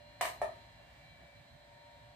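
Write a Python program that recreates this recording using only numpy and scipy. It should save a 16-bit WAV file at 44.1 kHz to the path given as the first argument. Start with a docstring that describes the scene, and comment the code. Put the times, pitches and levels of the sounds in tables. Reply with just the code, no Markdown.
"""A small, hard-walled bathroom, where a handheld skin-care device is worked.
Its cooling fan hums, whines and hisses throughout, sagging a little in speed, over a low room rumble.
Its plastic casing gives a bright snap with a rebound, then a dull hollow knock with a dying flutter.
Each blow reflects off the walls and sets casing and room ringing."""
import sys
import numpy as np
from scipy import signal
from scipy.fft import rfft, irfft
from scipy.io import wavfile

SR = 44100
rng = np.random.default_rng(int(sys.argv[2]) if len(sys.argv) > 2 else 0)


def to_wav(s):
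    """Save 16-bit WAV."""
    ch = np.atleast_2d(s).T  # columns
    pcm = np.round(np.clip(ch, -1, 1) * 32767)  # PCM
    wavfile.write(sys.argv[1], SR, pcm.astype(np.int16))


N = 94815
TIME_S, BINS_HZ = np.arange(N) / SR, np.fft.rfftfreq(N, 1 / SR)

# Room sound field. Each row: frequency in Hz, left-right coherence from -1 to 1.
COHERENCE = [(60, 1), (130, 0.86), (290, 0.68), (640, 0.6), (1400, -0.11), (3000, 0.085), (7000, -0.22),
             (15000, 0.24)]
# Reverberation. Each row: frequency in Hz, T60 in seconds.
ROOM_T60_S = [(300, 0.57), (700, 0.33), (2000, 0.29), (5000, .34), (9000, 0.23), (15000, 0.35)]
# Noise spectra. Each row: frequency in Hz, relative density in dB.
RUMBLE_SPECTRUM = [(25, -38), (38, -25), (48, -8), (58, 4), (80, -6), (115, 0.5), (140, -4.5), (162, -2),
                   (182, -16), (240, -10), (300, -19.5), (450, -50)]
AIR_SPECTRUM = [(150, -84), (250, -14.5), (353, -19), (474, -20), (593, -5.5), (624, -9.5), (692, -4),
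                (882, -16), (961, -12), (1010, -13.5), (1270, -21.5), (1730, -12.5), (2200, -16.5),
                (2320, -16), (2530, -21.5), (3220, -21), (3510, -22.5), (4170, -21.5), (4390, -23.5),
                (5790, -32.5), (8040, -32), (9390, -40), (15500, -41.5)]
# Rumble envelope. Each row: time in seconds, level in dB.
RUMBLE_DB = [(0.0, -64.5), (0.28, -60.5), (0.77, -63.5), (0.99, -62.5), (1.02, -61.5), (1.1, -62.5),
             (1.25, -61.5), (1.3, -72.5), (1.38, -57.5), (1.48, -65), (1.54, -58), (1.65, -69.5),
             (1.69, -62.5), (1.8, -68), (2.13, -61), (2.15, -65)]
# Low and high bands of the airflow. Each row: time in seconds, gain in dB.
RUSH_GAIN_DB = [(0, 0), (.8, 0), (0, 16), (1.11, -3), (1.22, 4), (1.3, -0.5), (1.48, -3), (1.7, -1),
                (2.15, -1)]
HISS_GAIN_DB = [(0, 0), (.55, 3.5), (.8, 0.5), (.98, 2.5), (1.14, 0), (1.27, 1), (1.58, -0.5), (1.97, .5),
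                (2.15, -0.5)]
# Fan speed. Each row: time in seconds, turns per second.
FAN_SPEED_HZ = [(0, 117.7), (.22, 117.9), (.6, 116.35), (1.12, 115.35), (1.65, 116.4), (2.15, 117.7)]
# Strong tones, swelling and fading as the device moves. Each row: time in seconds, level in dB.
BLADE_TONE_DB = [(0, -61.5), (.3, -73), (.7, -69), (1.0, -71), (1.4, -70), (1.7, -67), (2.15, -65.5)]
HUM_TONE_DB = [(0, -75.5), (.6, -69.5), (.9, -81), (1.45, -83), (1.7, -70.5), (2.15, -71)]
WHISTLE_TONE_DB = [(0, -74.5), (.75, -75.5), (.9, -69), (1.06, -67), (1.36, -68), (1.5, -84), (1.77, -71.5),
                   (2.15, -76.5)]
WHINE_TONE_DB = [(0, -70), (.2, -65.5), (.6, -69), (.8, -72.5), (.92, -82.5), (1.12, -69.5), (1.3, -81.5),
                 (1.38, -71.5), (1.43, -77), (1.49, -72), (1.64, -71.5), (1.68, -79), (1.77, -72.5),
                 (2.15, -74.5)]
# Upper tones, varying with vent angle. 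Each row: time in seconds, level in dB.
VENT_LOW_DB = [(0, -77), (.7, -79.5), (1.0, -76), (1.3, -84), (1.6, -96), (2.15, -81)]
VENT_HIGH_DB = [(0, -85), (.55, -80), (.9, -81), (1.3, -81.5), (1.75, -77), (2.0, -73), (2.15, -90)]
# Quiet fan tones. Each entry: multiple of the fan speed.
QUIET_ORDERS = [6, 15, 16, 17, 28, 67]
# The same tones in turn. Each row: level in dB, left minus right in dB.
QUIET_LEVELS_DB = [(-83.5, 5.5), (-76.5, 2), (-80, 5), (-86.5, -17), (-80, 0), (-98.5, -21)]
# Modes of casing and room. Each row: frequency in Hz, T60 in seconds, relative level in dB
# after a snap, the same after a knock.
RING_MODES = [(409, .22, -53, -44), (595, .22, -48, -39), (626, .32, -38, -42), (660, .22, -50, -39),
              (700, .25, -33, -36), (741, .25, -36, -46), (886, .25, -40, -41), (976, .3, -39, -56),
              (1029, .33, -38, -52), (1175, .3, -45, -50), (1236, .3, -42, -51), (1638, .28, -44, -62),
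              (1740, .28, -42, -54), (1802, .14, -48, -46), (1912, .3, -45, -60), (1944, .3, -44, -58),
              (2185, .3, -45, -62), (2345, .22, -41, -58)]
# Contact pulse spectra. Each row: frequency in Hz, relative level in dB.
SNAP_SPECTRUM = [(200, -28.5), (400, -14), (470, -16.5), (610, -2.5), (715, 3), (820, -8.5), (1010, -2.5),
                 (1230, -6.5), (1400, -15.5), (1640, -6.5), (1900, -2.5), (2050, -8), (2300, -6.5),
                 (2620, -16), (2900, -8.5), (3300, -18), (3900, -14), (4600, -18), (5650, -22), (6500, -18),
                 (7250, -21.5), (8200, -14), (9200, -21), (13200, -25), (15500, -32)]
KNOCK_SPECTRUM = [(200, -23.5), (320, -16.5), (400, -8.5), (490, -19.5), (600, 5), (690, 1), (800, -8),
                  (900, -2), (1020, -13), (1280, -5.5), (1450, -30.5), (1800, -3.5), (2080, -23.5),
                  (2350, -17), (2600, -24.5), (3800, -29.5), (5500, -34), (9700, -30.5), (15000, -50)]
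# Blows on the casing. Each row: start in seconds, gain in dB, reverb gain in dB, treble lift in dB.
SNAP_BLOWS = [(0.2104, -5, 2.5, 0), (0.2144, -9, 0.5, 0.5), (0.2532, -8.5, 0.5, 2.5), (0.2735, -25.5, 3, 4)]
KNOCK_BLOWS = [(0.4158, -9.5, 4, 0)]
# The knock's hollow burst and its dying flutter. Each row: start in seconds, peak level in dB, time to peak in
# seconds.
KNOCK_BURSTS = [(0.4155, -22, 0.0035), (0.4225, -28.5, 0.0032), (0.4425, -31, 0.0038),
                (0.4635, -32.5, 0.0054), (0.4900, -39.5, .004), (0.5105, -41.5, 0.0089)]

ROOM_BUILD_S = 0.0042
OPPOSITE = np.array([[1], [-1]])  # left, right


def from_db(db):
    """Decibels to gain."""
    return 10 ** (np.asarray(db) / 20)


def in_time(rows):
    """Table interpolated linearly at every sample."""
    return np.interp(TIME_S, *np.transpose(rows))


def at_hz(rows, hz):
    """Table interpolated on a log-frequency axis."""
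    row_hz, values = np.transpose(rows)
    return np.interp(np.log(np.maximum(hz, 1)), np.log(row_hz), values)


def panned(pan_db):
    """Stereo gains for a left-minus-right level."""
    return from_db(OPPOSITE * pan_db / 2)


def drift(rate_hz):
    """Slow random wander, unit deviation."""
    slow = irfft(rfft(rng.standard_normal(N)) / (1 + (BINS_HZ / rate_hz) ** 2), N)
    return slow / slow.std()


def diffuse_spectrum():
    """Spectrum of white stereo noise with the room's coherence."""
    mid, side = rfft(rng.standard_normal((2, N)))
    coherence = np.clip(at_hz(COHERENCE, BINS_HZ), -.99, .99)
    return (np.sqrt(1 + coherence) * mid + np.sqrt(1 - coherence) * side * OPPOSITE) / np.sqrt(2)


def diffuse_noise(spectrum, level_db):
    """Coloured room noise, scaled by RMS."""
    noise = irfft(diffuse_spectrum() * from_db(at_hz(spectrum, BINS_HZ)), N)
    return from_db(level_db) * noise / noise.std()


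def room_rumble():
    """Low diffuse noise of uneven level."""
    return diffuse_noise(RUMBLE_SPECTRUM, in_time(RUMBLE_DB)) * panned(-1.3)


def rushing_air(split_hz=1200):
    """Air through the fan; low rush and hiss vary separately."""
    air = diffuse_noise(AIR_SPECTRUM, level_db=-62)
    low = signal.sosfiltfilt(signal.butter(2, split_hz, fs=SR, output="sos"), air)
    rush = low * from_db(in_time(RUSH_GAIN_DB)) * panned(0.9)
    hiss = (air - low) * from_db(in_time(HISS_GAIN_DB)) * panned(-2.0)
    return rush + hiss


def fan_tone(rotor_rad, level_db, pan_db, order, wander_db=2.24):
    """One multiple of the fan speed, wavering separately in each ear."""
    waver_db = wander_db * np.array([drift(rate_hz=3.9), drift(rate_hz=15)])
    coherence = at_hz(COHERENCE, order * FAN_SPEED_HZ[0][1])
    ear_rad = OPPOSITE * np.arccos(coherence) / 2
    tone = np.sqrt(2) * np.sin(order * rotor_rad + ear_rad + rng.uniform(0, 2 * np.pi))
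    return from_db(level_db + waver_db) * panned(pan_db) * tone


def cooling_fan(jitter=0.00059):
    """Blade and motor tones locked to one rotor, plus airflow."""
    speed_hz = in_time(FAN_SPEED_HZ) * (1 + jitter * drift(rate_hz=17))
    rotor_rad = 2 * np.pi * np.cumsum(speed_hz) / SR
    tones = fan_tone(rotor_rad, in_time(BLADE_TONE_DB), pan_db=-3, order=5)
    tones += fan_tone(rotor_rad, in_time(HUM_TONE_DB), pan_db=13.5, order=8)
    tones += fan_tone(rotor_rad, in_time(WHISTLE_TONE_DB), pan_db=3, order=20)
    tones += fan_tone(rotor_rad, in_time(WHINE_TONE_DB), pan_db=-4, order=35)
    tones += fan_tone(rotor_rad, in_time(VENT_LOW_DB), pan_db=4.5, order=24)
    tones += fan_tone(rotor_rad, in_time(VENT_HIGH_DB), pan_db=1, order=32)
    for order, (level_db, pan_db) in zip(QUIET_ORDERS, QUIET_LEVELS_DB):
        tones += fan_tone(rotor_rad, level_db, pan_db, order)
    return tones + rushing_air()


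def bathroom_reverb(bands=10):
    """Dense wall reflections, decaying band by band."""
    noise, tail = diffuse_spectrum(), 0
    centres_hz = np.geomspace(200, 15000, bands)
    for hz, weights in zip(centres_hz, np.eye(bands)):
        band = irfft(noise * at_hz(np.c_[centres_hz, weights], BINS_HZ), N)
        envelope = from_db(-60 * TIME_S / at_hz(ROOM_T60_S, hz)) * (1 - np.exp(-TIME_S / ROOM_BUILD_S))
        tail += band * envelope / np.linalg.norm(envelope)
    return tail


def first_arrivals(shadow_hz=1840, scatter_db=-3.5, scatter_peak_s=0.002):
    """Direct path, low-passed by hand and arm, plus scatter off the nearest walls."""
    direct = signal.sosfilt(signal.butter(2, shadow_hz, fs=SR, output="sos"), signal.unit_impulse(N))
    scatter = irfft(diffuse_spectrum(), N) * TIME_S * np.exp(-TIME_S / scatter_peak_s)
    scatter = signal.sosfilt(signal.butter(2, shadow_hz / 2, "high", fs=SR, output="sos"), scatter)
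    return direct + from_db(scatter_db) * scatter / np.linalg.norm(scatter[0])


def ringing(modes_db, delay_s=0.007, ear_rad=0.9):
    """Casing and room modes build after the first reflections, leading in alternate ears."""
    age_s, modes = np.maximum(TIME_S - delay_s, 0), 0
    for k, ((hz, t60_s, *_), db) in enumerate(zip(RING_MODES, modes_db)):
        lead_rad = ear_rad * (-1) ** k * OPPOSITE
        modes += from_db(db - 60 * age_s / t60_s) * np.sin(2 * np.pi * hz * age_s + lead_rad)
    return modes * (1 - np.exp(-age_s / ROOM_BUILD_S))


def contact_pulse(spectrum, size=4096):
    """Minimum-phase impact pulse, unit energy."""
    magnitude = from_db(at_hz(spectrum, np.fft.rfftfreq(size, 1 / SR)))
    cepstrum = irfft(np.log(magnitude))
    causal = 2 * cepstrum * (np.arange(size) < size // 2)
    pulse = irfft(np.exp(rfft(causal)))
    return pulse / np.linalg.norm(pulse)


def blows(events, spectrum, modes_db):
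    """Contact pulses with their reflections and ringing; each blow has its own treble lift."""
    ring, out = ringing(modes_db), np.zeros((2, N))
    hz, spectrum_db = np.transpose(spectrum)
    treble_ramp = np.interp(hz, [5400, 12200], [0, 1])
    for start_s, gain_db, reverb_db, treble_db in events:
        pulse = contact_pulse(np.c_[hz, spectrum_db + treble_db * treble_ramp])
        paths = from_db(reverb_db) * bathroom_reverb() + first_arrivals()
        blow = signal.fftconvolve(paths, pulse[None], axes=1)[:, :N] + ring
        start = int(start_s * SR)
        out[:, start:] += from_db(gain_db) * blow[:, :N - start]
    return out


def knock_burst(start_s, peak_db, rise_s, pitch_hz=662, sharpness=3.2):
    """A few heavily damped cycles at the knock's hollow pitch."""
    age_s = np.maximum(TIME_S - start_s, 0)
    envelope = (age_s / rise_s * np.exp(1 - age_s / rise_s)) ** sharpness
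    return from_db(peak_db) * envelope * np.cos(2 * np.pi * pitch_hz * age_s)


def casing_knock(ring_db=11):
    """Dull blow; its hollow burst comes back as a dying flutter."""
    _, _, _, modes_db = np.transpose(RING_MODES)
    knock = blows(KNOCK_BLOWS, KNOCK_SPECTRUM, modes_db + ring_db) * panned(1.0)
    return knock + sum(knock_burst(*row) for row in KNOCK_BURSTS)


def casing_snaps(ring_db=-2.5):
    """Bright plastic snap of the mechanism; the quieter rebounds are brighter."""
    _, _, modes_db, _ = np.transpose(RING_MODES)
    return blows(SNAP_BLOWS, SNAP_SPECTRUM, modes_db + ring_db) * panned(0.2)


def scene():
    """Snaps and knock over fan and rumble."""
    return casing_snaps() + casing_knock() + cooling_fan() + room_rumble()


def record(dry):
    """Steep elliptic low-pass."""
    cutoff_hz = 15480
    return signal.sosfilt(signal.ellip(12, .1, 70, cutoff_hz, fs=SR, output="sos"), dry)


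dry = scene()
out = record(dry)
to_wav(out)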